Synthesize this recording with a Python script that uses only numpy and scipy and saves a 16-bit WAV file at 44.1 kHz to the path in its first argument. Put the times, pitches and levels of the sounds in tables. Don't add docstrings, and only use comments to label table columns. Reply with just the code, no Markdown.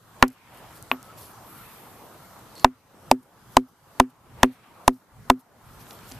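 import sys
import numpy as np
from scipy import signal
from scipy.io import wavfile
from scipy.ndimage import uniform_filter1d, minimum_filter1d

SR = 44100
rng = np.random.default_rng(int(sys.argv[2]) if len(sys.argv) > 2 else 0)


def bounce(signal):
    frames = np.transpose(np.atleast_2d(signal))
    limited = np.clip(frames, -1, 1)
    pcm = np.round(limited * 32767).astype(np.int16)
    wavfile.write(sys.argv[1], SR, pcm)


N = 272979



def gain_of(db):
    return 10 ** (np.asarray(db) / 20)


def evened(x):
    return x / np.sqrt(np.mean(x ** 2) + 1e-20)


def read(points, hz):
    f, value = np.transpose(points)
    return np.interp(np.log(hz + 1), np.log(f + 1), value)


def colour(points):
    return lambda hz: gain_of(read(points, hz))


def alike(amount):
    return lambda hz: np.full_like(hz, amount)


def follow(rows):
    s, db = np.transpose(rows)
    return gain_of(np.interp(np.arange(N) / SR, s, db, -120, -120))


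def strokes(rows):
    fade_db = -20.5
    total = np.zeros(N)
    for s, rise, hold, fall, db in rows:
        top, release = s + rise, s + rise + hold
        total += follow([(s, db + fade_db), (top, db), (release, db), (release + fall, db + fade_db)])
    return total


def swells(rows):
    t = np.arange(N) / SR
    return sum(gain_of(db) * np.exp(-2 * ((t - s) / half) ** 2) for s, half, db in rows)


def add(mix, s, sound):
    part = mix[..., round(s * SR):][..., :sound.shape[-1]]
    part += sound[..., :part.shape[-1]]


def noise(gain, same, size, patchy_db, flicker_db):
    hop, hz = size // 4, np.fft.rfftfreq(size, 1 / SR)
    a, b, c, d, patches = rng.standard_normal((N // hop + 5, len(hz), 5)).T
    flicker = rng.standard_normal(patches.shape[1])
    patches = uniform_filter1d(patches, size=10, axis=0)
    patches = evened(uniform_filter1d(patches, size=12, axis=1))
    like = np.clip(same(hz), -1, 1)[:, None]
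    left, other = a + 1j * b, c + 1j * d
    right = like * left + np.sqrt(1 - like ** 2) * other
    spectrum = np.array([left, right]) * gain(hz)[:, None]
    spectrum *= gain_of(patchy_db * patches + flicker_db * flicker)
    return evened(signal.istft(spectrum, nperseg=size, noverlap=size - hop)[1][:, :N])


def ring(modes, t, pitch=1):
    total = np.zeros(len(t))
    for hz, db, t60, swing in modes:
        total += np.sign(swing) * gain_of(db - 60 * t / t60) * np.sin(2 * np.pi * hz * pitch * t)
    return total


# f/Hz, level/dB per Hz
HISS_COLOUR = [(1500, -24.5), (3000, -1.5), (5000, -3), (8000, -4), (11000, -4), (14000, -1.5)]


def hiss():
    sound = noise(colour(HISS_COLOUR), alike(.11), size=1024, patchy_db=1.5, flicker_db=.3)
    return sound * gain_of(-55)


# f/Hz, level/dB per Hz
WIND_COLOUR = [(12, -27), (25, -14.5), (50, -5.5), (80, -5), (118, 3.5), (170, -7), (220, -9.5), (300, -37),
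               (480, -89.5)]
# peak t/s, half length/s, level/dB
WIND_GUSTS = [(.5, 0.17, -64), (2.96, 0.089, -62), (4.4, 0.28, -53), (5.2, 0.11, -43.5),
              (5.72, 0.16, -51.5), (6.12, 0.16, -50.5)]


def wind():
    sound = noise(colour(WIND_COLOUR), alike(.9), size=2048, patchy_db=2.5, flicker_db=1.5)
    return sound * (gain_of(-57) + swells(WIND_GUSTS))


# f/Hz, level/dB per Hz
WASH_COLOUR = [(90, -33), (150, -4.5), (310, -9), (600, -9.5), (900, -7), (1340, -10), (1550, -14),
               (2000, -19), (3000, -29), (5000, -47)]
# t/s, level/dB
WASH_CURVE = [(0.0, -54.5), (0.53, -46), (0.75, -51.5), (3.4, -50.5), (3.7, -51.5), (4.7, -45.5),
              (4.95, -49.5), (5.6, -48), (6.19, -52.5)]
# f/Hz, left-right likeness (0 independent, 1 identical)
WASH_LIKENESS = [(60, 0.69), (180, 0.82), (550, 0.9), (1640, 0.67), (4960, 0.03), (15000, 0.36)]
# peak t/s, half length/s, level/dB
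SWISH_SWELLS = [(.45, 0.33, -50.5), (1.12, 0.21, -62), (1.7, 0.31, -57), (2.8, 0.43, -62), (4.1, 0.19, -64),
                (4.55, 0.28, -49.5), (5.7, .2, -61.5), (6.2, 0.38, -55.5)]
# f/Hz, level/dB per Hz
SWISH_SPECTRUM = [(900, -36), (1600, -5.5), (2400, -3.5), (3500, -9), (6000, -19.5)]


def distant_wash():
    def likeness(hz):
        return read(WASH_LIKENESS, hz)
    wash = noise(colour(WASH_COLOUR), likeness, size=1024, patchy_db=2, flicker_db=.8)
    swish = noise(colour(SWISH_SPECTRUM), likeness, size=1024, patchy_db=2, flicker_db=1.2)
    return wash * follow(WASH_CURVE) + swish * swells(SWISH_SWELLS)


# f/Hz, level/dB per Hz
CLOTH_COLOUR = [(1470, -50.5), (2500, -11), (3080, -8), (4450, -4.5), (7110, -7.5), (9910, -2.5),
                (14000, 1.5)]
# start t/s, rise/s, hold/s, fall/s, top level/dB
SLEEVE_MOVES = [(.31, 0.011, .005, .03, -43.5), (.42, 0.15, .01, .12, -47.5), (.71, 0.053, .01, .05, -46.5),
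                (1.02, 0.026, 0.018, 0.092, -52), (1.165, 0.013, 0.063, .15, -44.5),
                (2.2, 0.033, 0.098, .02, -62.5), (2.53, 0.031, .08, .01, -52.5),
                (2.9, 0.19, .01, .01, -64.5), (3.21, .024, 0.0026, .01, -53), (3.4, 0.14, .01, .01, -54.5),
                (3.665, .018, .005, .04, -51.5), (3.9, 0.11, 0.0092, .01, -58.5),
                (4.09, 0.0097, .004, .02, -46), (4.5, .025, 0.011, .04, -45),
                (4.64, 0.044, 0.015, .15, -65), (4.918, 0.011, .03, .09, -47.5),
                (5.37, 0.03, .01, .02, -44), (5.5, .14, 0.11, .06, -56), (5.78, .028, 0.0077, .05, -47.5),
                (5.85, 0.038, 0.055, .13, -50), (6.03, 0.064, .01, .1, -45)]


def sleeves():
    cloth = noise(colour(CLOTH_COLOUR), alike(.65), size=256, patchy_db=2.5, flicker_db=3)
    return cloth * strokes(SLEEVE_MOVES)


# start t/s, rise/s, hold/s, fall/s, top level/dB
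RUB_MOVES = [(1.36, .14, 0.087, 1, -53)]
# f/Hz, width/Hz, relative level/dB
RUB_RESONANCES = [(8300, 500, -12), (10300, 1600, -8), (12130, 900, 0), (13450, 700, -3)]


def rubbing_hand():
    def resonances(hz):
        return sum(gain_of(db) / (1 + (2 * (hz - f) / width) ** 2) for f, width, db in RUB_RESONANCES)
    rub = noise(resonances, alike(.3), size=1024, patchy_db=1.5, flicker_db=.7)
    return rub * strokes(RUB_MOVES)


# start t/s, length/s, f/Hz, level/dB
WHISTLES = [(0.808, 0.15, 3950, -77), (0.954, 0.2, 1286, -53), (1.549, 0.086, 1350, -56),
            (2.184, .1, 1350, -61), (2.55, 0.091, 4340, -53.5)]


def squeaks():
    out = np.zeros(N)
    for s, length, hz, db in WHISTLES:
        band = signal.butter(1, [hz * .975, hz * 1.025], "band", fs=SR)
        settled = signal.lfilter(*band, rng.standard_normal(SR // 5))[-round(length * SR):]
        tone = evened(settled)
        add(out, s, gain_of(db) * tone * signal.windows.tukey(len(tone), .3))
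    return out


# t/s, peak level/dB, centre f/Hz, decay time constant/s
FIBRE_TICKS = [(0.2802, -18.5, 8850, 0.003), (0.303, -30, 9100, 0.001), (.728, -38, 10000, 0.00088),
               (.8262, -23, 11000, 0.00021), (1.029, -24, 11100, 0.00032), (2.392, -40, 12000, 0.00086),
               (2.554, -38, 5940, 0.0011), (2.58, -33, 4940, 0.0012), (2.597, -32, 5000, 0.0011),
               (3.23, -37.5, 10500, 0.0012), (5.868, -38.5, 2200, 0.00092), (5.908, -34, 3400, 0.0032),
               (5.99, -40, 3750, 0.0011), (6.091, -38, 11500, .0008), (6.115, -32, 4500, .0015),
               (6.12, -31, 5200, 0.00093)]


def ticks():
    out, t = np.zeros((2, N)), np.arange(800) / SR
    for s, peak_db, hz, length in FIBRE_TICKS:
        shared = rng.standard_normal((1, len(t)))
        sides = rng.standard_normal((2, len(t)))
        band = signal.butter(2, np.clip([hz / 1.8, hz * 1.6], 100, 20000), "band", fs=SR)
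        burst = signal.lfilter(*band, (shared + .5 * sides) * np.exp(-t / length))
        add(out, s, gain_of(peak_db) * burst / abs(burst).max())
    return out


# f/Hz, level/dB, t60/s, first swing (sign)
LOG_MODES = [(123.93, -28.5, 0.37, 1), (256.3, 2, 0.18, 0.97), (377, -2.5, 0.097, -1),
             (492, -8, 0.073, 0.92), (630, -19, 0.047, -1.5)]


def log_ring(t):
    return ring(LOG_MODES, t) * (1 - np.exp(-t / .01)) / (1 + np.exp((t - .097) / .007))


# t/s, gain on the log ring/dB
LOG_NUDGES = [(4.666, -46), (6.113, -40.5)]


def nudges():
    out, log = np.zeros((2, N)), log_ring(np.arange(SR // 3) / SR)
    for s, db in LOG_NUDGES:
        add(out, s, gain_of(db) * log)
    return out


def crunch(t, lead):
    rise_s, fall_s = .00052, .0014
    grains = rng.standard_normal((3, len(t)))
    shared = uniform_filter1d(grains[:1], size=3)
    sides = np.diff(grains[1:], prepend=0)
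    snap = signal.lfilter(*signal.butter(1, 1511, "high", fs=SR), shared + .3 * sides)
    return snap * np.exp(np.minimum((t - lead) / rise_s, (lead - t) / fall_s))


# f/Hz before the blow's pitch factor, level/dB, t60/s, first swing (sign)
KNOCK_MODES = [(887.6, 9, 0.0081, -1.423), (983.3, -8.5, 0.021, -0.19), (703, -14.5, 0.03, -1),
               (1222, -12.5, 0.02, -1)]
# f/Hz, level/dB, t60/s, first swing (sign)
ANVIL_MODES = [(1412, -4, 0.02, -1), (1770, 13, 0.0082, -1), (1920, -6.5, 0.014, -1),
               (4540, -17.5, 0.004, -1), (5800, -10.5, 0.0055, -1)]
# f/Hz, level/dB, t60/s, first swing (sign)
HAND_STONE_MODES = [(2600, 0, 0.0099, 1), (2830, -2.5, 0.0076, 1), (3340, -8, 0.008, 1)]
# f/Hz, level/dB, t60/s, first swing (sign)
PING_MODES = [(13910, 0, .11, 1)]
# f/Hz, level/dB per Hz
ECHO_COLOUR = [(250, -28.5), (600, 6), (1000, 2.5), (2500, -8.5), (4000, -22), (6000, -32.5)]
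# f/Hz, level/dB per Hz
TREBLE_TAIL_COLOUR = [(2500, -15), (5000, -2), (9000, -3), (14000, -6)]
HAMMER_BLOWS = [(0.226, 7, 1.165, 1, -5.5, -1, -18, -64.5, -1.5, -6.5, -12),
                (0.9149, -9.5, 1.104, -1, -24.5, -42, -4, -37.5, -40, -28.5, -26.5),
                (2.6456, 11, 1.01, 1, -10.5, -4.5, -20.5, -65.5, -5.5, -9, -23),
                (3.1142, 5.5, 0.895, 1, -8, -19.5, -14.5, -60.5, -38.5, -2, -31),
                (3.5691, 8.5, 1.02, 1, -7, -9.5, -23.5, -76, -9, -1.5, -23.5),
                (3.9999, 12, 1.02, 1, -5, -4.5, -19, -57.5, -1, -1.5, -19.5),
                (4.4320, 11.5, 1.002, 1, -1.5, 0.5, -1.5, -49, -1, 1, -13),
                (4.8792, 11, 1.008, 1, -7, -7, -21, -61.5, -3.5, -0.5, -26.5),
                (5.3004, 15, 1.022, 1, -4.5, -1.5, -22.5, -75, 0.5, -2, -24.5)]


def blows():
    out, t = np.zeros((2, N)), np.arange(SR // 3) / SR
    lead = .003
    tail_db = -30
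    lean_left = np.array([[.5], [-.5]])
    echo = noise(colour(ECHO_COLOUR), alike(.4), size=256, patchy_db=2.5, flicker_db=4.5)
    treble_tail = noise(colour(TREBLE_TAIL_COLOUR), alike(.5), size=256, patchy_db=2, flicker_db=2.5)
    log, anvil, ping = log_ring(t), ring(ANVIL_MODES, t), ring(PING_MODES, t)
    hand_stone = ring(HAND_STONE_MODES, t) * (1 - np.exp(-t / .00031))
    push = -t / .0009 * np.exp(1 - t / .0009)
    contact = np.hanning(12) / np.hanning(12).sum()
    for (s, blow_db, pitch, side, log_db, anvil_db, hand_db,
         ping_db, push_db, crunch_db, echo_db) in HAMMER_BLOWS:
        knock = ring(KNOCK_MODES, t, pitch) * (1 - np.exp(-t / .00045)) ** 2
        low = np.sign(side) * gain_of(blow_db) * knock + gain_of(log_db) * log
        low = low + gain_of(push_db + 1.64 * lean_left) * push
        stones = gain_of(anvil_db) * anvil + gain_of(hand_db) * hand_stone
        body = low + gain_of(3 * lean_left) * stones
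        add(out, s, signal.lfilter(contact, 1, body) + gain_of(ping_db) * ping)
        after = slice(round(s * SR), round(s * SR) + len(t))
        add(out, s, gain_of(echo_db - 60 * t / .089) * echo[:, after])
        add(out, s, gain_of(log_db + tail_db - 60 * t / .085) * treble_tail[:, after])
        add(out, s - lead, gain_of(crunch_db) * crunch(t, lead))
    return out


def scene():
    background = hiss() + wind() + distant_wash()
    handling = sleeves() + rubbing_hand() + squeaks() + ticks() + nudges()
    return background + handling + blows()


def low_pass(x, hz):
    return signal.oaconvolve(x, signal.firwin(511, hz, window=("kaiser", 9), fs=SR)[None], "same")


def record(dry):
    clipped = np.clip(dry, -1, 1)
    power = uniform_filter1d((clipped ** 2).mean(0), size=200, origin=99)
    power_db = 10 * np.log10(abs(power) + 1e-12)
    held_db = -minimum_filter1d(-power_db, size=7601, origin=3800)
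    fall = np.arange(N) * 48. / SR
    sensed_db = np.maximum.accumulate(held_db + fall) - fall
    over_db = np.maximum(sensed_db + 17, 0)
    over_db = np.maximum(over_db, 10 - fall)
    keep = np.exp(-1 / (.018 * SR))
    smooth_db = signal.lfilter([1 - keep], [1, -keep], over_db, zi=[over_db[0] * keep])[0]
    ducked = clipped / gain_of(.85 * smooth_db)
    centred = signal.lfilter(*signal.butter(1, 18, "high", fs=SR), ducked)
    loud = np.clip(1.14 * low_pass(centred, 14170), -1, 1)
    return low_pass(loud, 15558)


dry = scene()
out = record(dry)
bounce(out)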